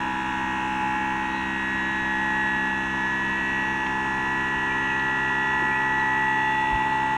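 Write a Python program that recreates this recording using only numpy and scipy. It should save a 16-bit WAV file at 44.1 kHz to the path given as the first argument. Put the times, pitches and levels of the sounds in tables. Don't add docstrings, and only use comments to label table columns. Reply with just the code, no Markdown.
import sys
import numpy as np
from scipy import signal
from scipy.fft import rfft, irfft
from scipy.io import wavfile

SR = 44100
rng = np.random.default_rng(int(sys.argv[2]) if len(sys.argv) > 2 else 0)


def log_audio(samples):
    frames = np.atleast_2d(samples).T
    limited = np.clip(frames, -1, 1)
    pcm = np.round(limited * 32767).astype(np.int16)
    wavfile.write(sys.argv[1], SR, pcm)


N = 316197
T = np.arange(N) / SR
HZ = np.fft.rfftfreq(N, 1 / SR)


def amp(db):
    return 10 ** (np.asarray(db) / 20)


def unit_rms(x):
    return x / np.sqrt(np.mean(abs(x) ** 2) + 1e-20)


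def level_at(points, hz):
    point_hz, db = np.transpose(points)
    return np.interp(np.log(hz + 1), np.log(point_hz), db)


def add(mix, start_s, sound):
    part = mix[max(round(start_s * SR), 0):][:len(sound)]
    part += sound[:len(part)]


def drift(t, rate_hz):
    rates = rate_hz * rng.standard_normal((12, 1))
    phases = rng.random((12, 1))
    return np.exp(2j * np.pi * (rates * t + phases)).sum(0) / np.sqrt(len(rates))


def resonance(hz, centre_hz, width_hz):
    return 1 / (1 + ((hz - centre_hz) / (.75 * width_hz)) ** 2)


def ringing(modes):
    return np.sqrt(sum((amp(db) * resonance(HZ, hz, width)) ** 2 for hz, width, db in modes))


def noise(spectrum):
    return unit_rms(irfft(rfft(rng.standard_normal(N)) * spectrum, N))


def yard_echoes(sound, t60=.4, echo_db=-7):
    t = T[:SR // 2]
    echoes = rng.standard_normal(len(t))
    echoes *= (rng.random(len(t)) < 1500 / SR) & (t > .012)
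    echoes *= np.exp(-np.log(1000) * t / t60)
    return sound + amp(echo_db) * signal.fftconvolve(sound, echoes / np.linalg.norm(echoes))[:N]


def birds(warble=.02, warble_hz=110):
    # t/s, length/s, start f/Hz, end f/Hz, level/dB
    chirps = [(0.56, .03, 2500, 2270, -52), (1.315, .11, 4020, 4000, -52.5), (1.844, .025, 2400, 2280, -44),
              (4.692, .045, 2320, 2410, -38), (4.875, 0.095, 2650, 2450, -38.5),
              (5.27, 0.019, 2600, 2400, -38), (5.705, 0.039, 2440, 2320, -38),
              (5.736, .055, 2480, 2550, -38.5), (5.99, 0.033, 4200, 3750, -51),
              (6.168, .025, 2330, 2300, -47), (6.83, 0.18, 4070, 4250, -61)]
    out = np.zeros(N)
    tremble = noise(resonance(HZ, warble_hz, warble_hz))
    for start, length, start_hz, end_hz, db in chirps:
        t = np.arange(0, length, 1 / SR)
        glide = np.linspace(start_hz, end_hz, len(t))
        hz = glide * (1 + warble * np.interp(start + t, T, tremble))
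        whistle = np.sqrt(2) * np.sin(2 * np.pi * np.cumsum(hz) / SR)
        add(out, start, amp(db) * whistle * signal.windows.tukey(len(t), .6))
    return out


def microphone_bumps():
    # t/s, length/s, f/Hz, level/dB
    bumps = [(3.498, .08, 60.5, -44), (4.558, .04, 70, -36), (6.714, .06, 52, -28), (6.738, .04, 130, -30)]
    out = np.zeros(N)
    for start, length, hz, db in bumps:
        t = np.arange(0, length, 1 / SR)
        thump = np.sqrt(2) * np.sin(2 * np.pi * hz * t) * np.hanning(len(t))
        add(out, start, amp(db) * thump)
    return out


def frame_knocks():
    # t/s, centre f/Hz, width/Hz, time to fall 60 dB/s, peak level/dB
    knocks = [(3.78, 260, 160, .1, -33), (3.867, 2650, 950, .02, -26), (4.997, 3550, 1300, .025, -34),
              (5.622, 345, 150, .07, -23), (6.755, 2400, 1300, .12, -32)]
    out, t = np.zeros(N), T[:SR // 2]
    hz = np.fft.rfftfreq(len(t), 1 / SR)
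    lead_s = .1
    for start, centre_hz, width_hz, t60, db in knocks:
        decay = (t >= lead_s) * np.exp(-np.log(1000) * abs(t - lead_s) / t60)
        burst = rng.standard_normal(len(t)) * decay
        knock = irfft(rfft(burst) * resonance(hz, centre_hz, width_hz) ** 2, len(t))
        add(out, start - lead_s, amp(db) * knock / abs(knock).max())
    return out


def air_and_oil(cavity_db=-37.5, rush_db=-38.5, louder_from_s=6.24, louder_db_per_s=4.5):
    # f/Hz, relative level/dB
    rush_spectrum = [(30, -71), (150, -70.5), (270, -68), (520, -76.5), (780, -76.5), (1550, -73.5),
                     (2000, -78.5), (2750, -74), (3300, -84.5), (4300, -95.5), (4800, -104), (5300, -95),
                     (6800, -93), (7500, -99), (10000, -103), (15500, -116)]
    # f/Hz, width/Hz, relative level/dB
    cover_modes = [(1490, 36, -72), (1668, 60, -69), (2740, 220, -77), (7880, 45, -95)]
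    # f/Hz, width/Hz, relative level/dB
    cavity_modes = [(906, 47, -2), (966, 54, -4.5), (1024, 55, -6), (1077, 79, -14), (1168, 46, -14.5)]
    rush = noise(np.hypot(amp(level_at(rush_spectrum, HZ)), ringing(cover_modes)))
    cavity = noise(ringing(cavity_modes))
    rise_db = louder_db_per_s * np.maximum(T - louder_from_s, 0)
    return amp(cavity_db + rise_db) * cavity + amp(rush_db) * rush


def panel_swell(t, multiple, peak_s, peak_db, depth_db):
    half_length_s = 1.38 * np.sqrt(20 / multiple)
    away = (t - peak_s) / half_length_s
    return peak_db - depth_db * away ** 2 / (1 + away ** 2)


def shaft_rotation(start_hz=64.93, top_hz=67.5, ease_s=4.9, jitter=.00029, jitter_hz=14):
    speed = top_hz + (start_hz - top_hz) * np.exp(-T / ease_s)
    unsteady = 1 + jitter * noise(resonance(HZ, 0, jitter_hz))
    return np.exp(2j * np.pi * np.cumsum(speed * unsteady) / SR), speed.mean()


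def motor_and_pump(teeth=13, commutator_bars=29, hum_echo=.075, clear_echo=.37, buzz_echo=.81,
                   fade_hz=.554, flutter=.04, flutter_hz=7, smear_rad=.729, scatter_rad=1.905,
                   rasp=.2, buzz_db=-1, spread_db=2):
    # t/s, level/dB
    gear_whine = [(0.0, -33.5), (0.5, -34.3), (0.86, -27.5), (1.28, -32.5), (1.68, -42.5), (2.28, -31),
                  (2.82, -35.1), (2.9, -40), (3.02, -35.3), (3.2, -53), (3.66, -34.3), (4.0, -32),
                  (4.48, -37.5), (6.5, -26), (7.16, -26)]
    # t/s, level/dB
    gear_side_tone = [(0.0, -32), (2.8, -48.5), (3.1, -36.5), (3.6, -42.1), (4.2, -35.5), (5.0, -40.7),
                      (5.6, -34.5), (7.0, -45), (7.16, -45.6)]
    # t/s, level/dB
    gear_octave = [(0.0, -38.5), (0.54, -38.5), (0.7, -50), (0.98, -33.5), (1.36, -43), (1.66, -32.5),
                   (2.62, -28.5), (2.88, -32.5), (3.06, -28.3), (3.44, -32.5), (5.66, -30), (6.48, -33),
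                   (6.68, -50.5), (6.88, -37.7), (7.16, -40.5)]
    # t/s, level/dB
    gear_two_octaves = [(0.0, -50), (0.8, -59), (2.1, -52), (3.3, -52.5), (5.0, -57), (5.5, -48.5),
                        (5.7, -57), (6.2, -56.5), (6.5, -45.5), (7.16, -54)]
    # t/s, level/dB
    commutator_whine = [(0.0, -39.8), (0.18, -44.0), (0.5, -35.2), (0.76, -43.2), (0.88, -38), (1.8, -30.5),
                        (1.9, -32.5), (2.42, -28.2), (2.84, -34), (3.58, -28.6), (3.94, -35.5), (4.34, -31),
                        (6.24, -26.5), (7.16, -32.5)]
    # shaft multiple, peak t/s, level/dB, depth/dB
    clear_tones = [(1, -1, -47.8, 3), (2, 6.5, -42.5, 11), (3, 1.93, -37.5, 10.5), (4, -1.5, -38.5, 3.5),
                   (5, 1.7, -39, 4.5), (6, 5.5, -43, 13.5), (12, 6, -44, 6.9), (14, 7.2, -40.5, 4.5),
                   (16, -2, -44, 7.5), (17, -0.5, -47.3, 4.5), (19, 5.7, -41.5, 10.5),
                   (21, 5.5, -39.5, 7.5), (23, 1, -43.5, 4.5), (24, 4.4, -44.5, 4), (25, 0.5, -44.5, 6),
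                   (27, 5.9, -41.5, 5), (28, 5, -40.5, 5), (33, 1, -49, 5.7), (38, 9, -45, 5.5),
                   (39, 9.5, -45, 1), (40, 3.5, -42, 11), (41, 9.5, -42.5, 4.5), (42, 2.5, -45.5, 2.6),
                   (44, 0.3, -50.6, 12), (45, 3.5, -49.5, 6), (50, 6.0, -56, 9.5), (58, 2, -51, 12),
                   (87, 4, -60.0, 10.5), (105.4, 0, -66.5, 3.5), (131, 0, -73.5, 4.5)]
    # f/Hz, relative level/dB
    buzz_spectrum = [(560, -57.5), (1320, -55.5), (2050, -53.5), (2340, -55.5), (2930, -62.5), (3280, -64),
                     (3830, -66), (4360, -73), (4780, -88), (5250, -71), (6260, -71.5), (7420, -78.5),
                     (8580, -78.5)]
    whines = {teeth: gear_whine, teeth + 2: gear_side_tone, 2 * teeth: gear_octave,
              4 * teeth: gear_two_octaves, commutator_bars: commutator_whine}
    t = np.linspace(0, T[-1], 500)
    swells = {round(multiple): panel_swell(t, multiple, *row) for multiple, *row in clear_tones}
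    shaft, shaft_hz = shaft_rotation()
    tones = np.zeros(N, complex)
    for multiple in range(132, 0, -1):
        hz = multiple * shaft_hz
        if multiple in whines:
            db = np.interp(t, *np.transpose(whines[multiple]))
            echo = 0
        elif multiple in swells:
            db = swells[multiple]
            echo = np.interp(hz, [400, 1800], [hum_echo, clear_echo])
        else:
            db = level_at(buzz_spectrum, hz) + buzz_db + spread_db * rng.standard_normal()
            echo = buzz_echo
        scatter = scatter_rad * (1 - rasp * resonance(hz, centre_hz=2660, width_hz=450))
        phase = np.where(hz < 450, smear_rad * multiple ** 2, scatter * rng.standard_normal())
        direct = np.sqrt(1 - echo ** 2) * np.exp(1j * phase)
        reflected = echo * drift(t, fade_hz * np.sqrt(hz / 2000))
        wavering = unit_rms(direct + reflected + flutter * drift(t, flutter_hz))
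        tones += np.interp(T, t, amp(db) * wavering)
        tones *= shaft
    return np.sqrt(2) * tones.real


def scene():
    lift = motor_and_pump() + air_and_oil()
    small_sounds = yard_echoes(birds() + frame_knocks())
    return (lift + small_sounds + microphone_bumps())[None]


def record(dry, cutoff_hz=15700):
    fade = signal.windows.tukey(N, .001)
    lowpass = signal.firwin(511, cutoff_hz, window=("kaiser", 9), fs=SR)
    return signal.oaconvolve(dry * fade, lowpass[None], "same")


dry = scene()
out = record(dry)
log_audio(out)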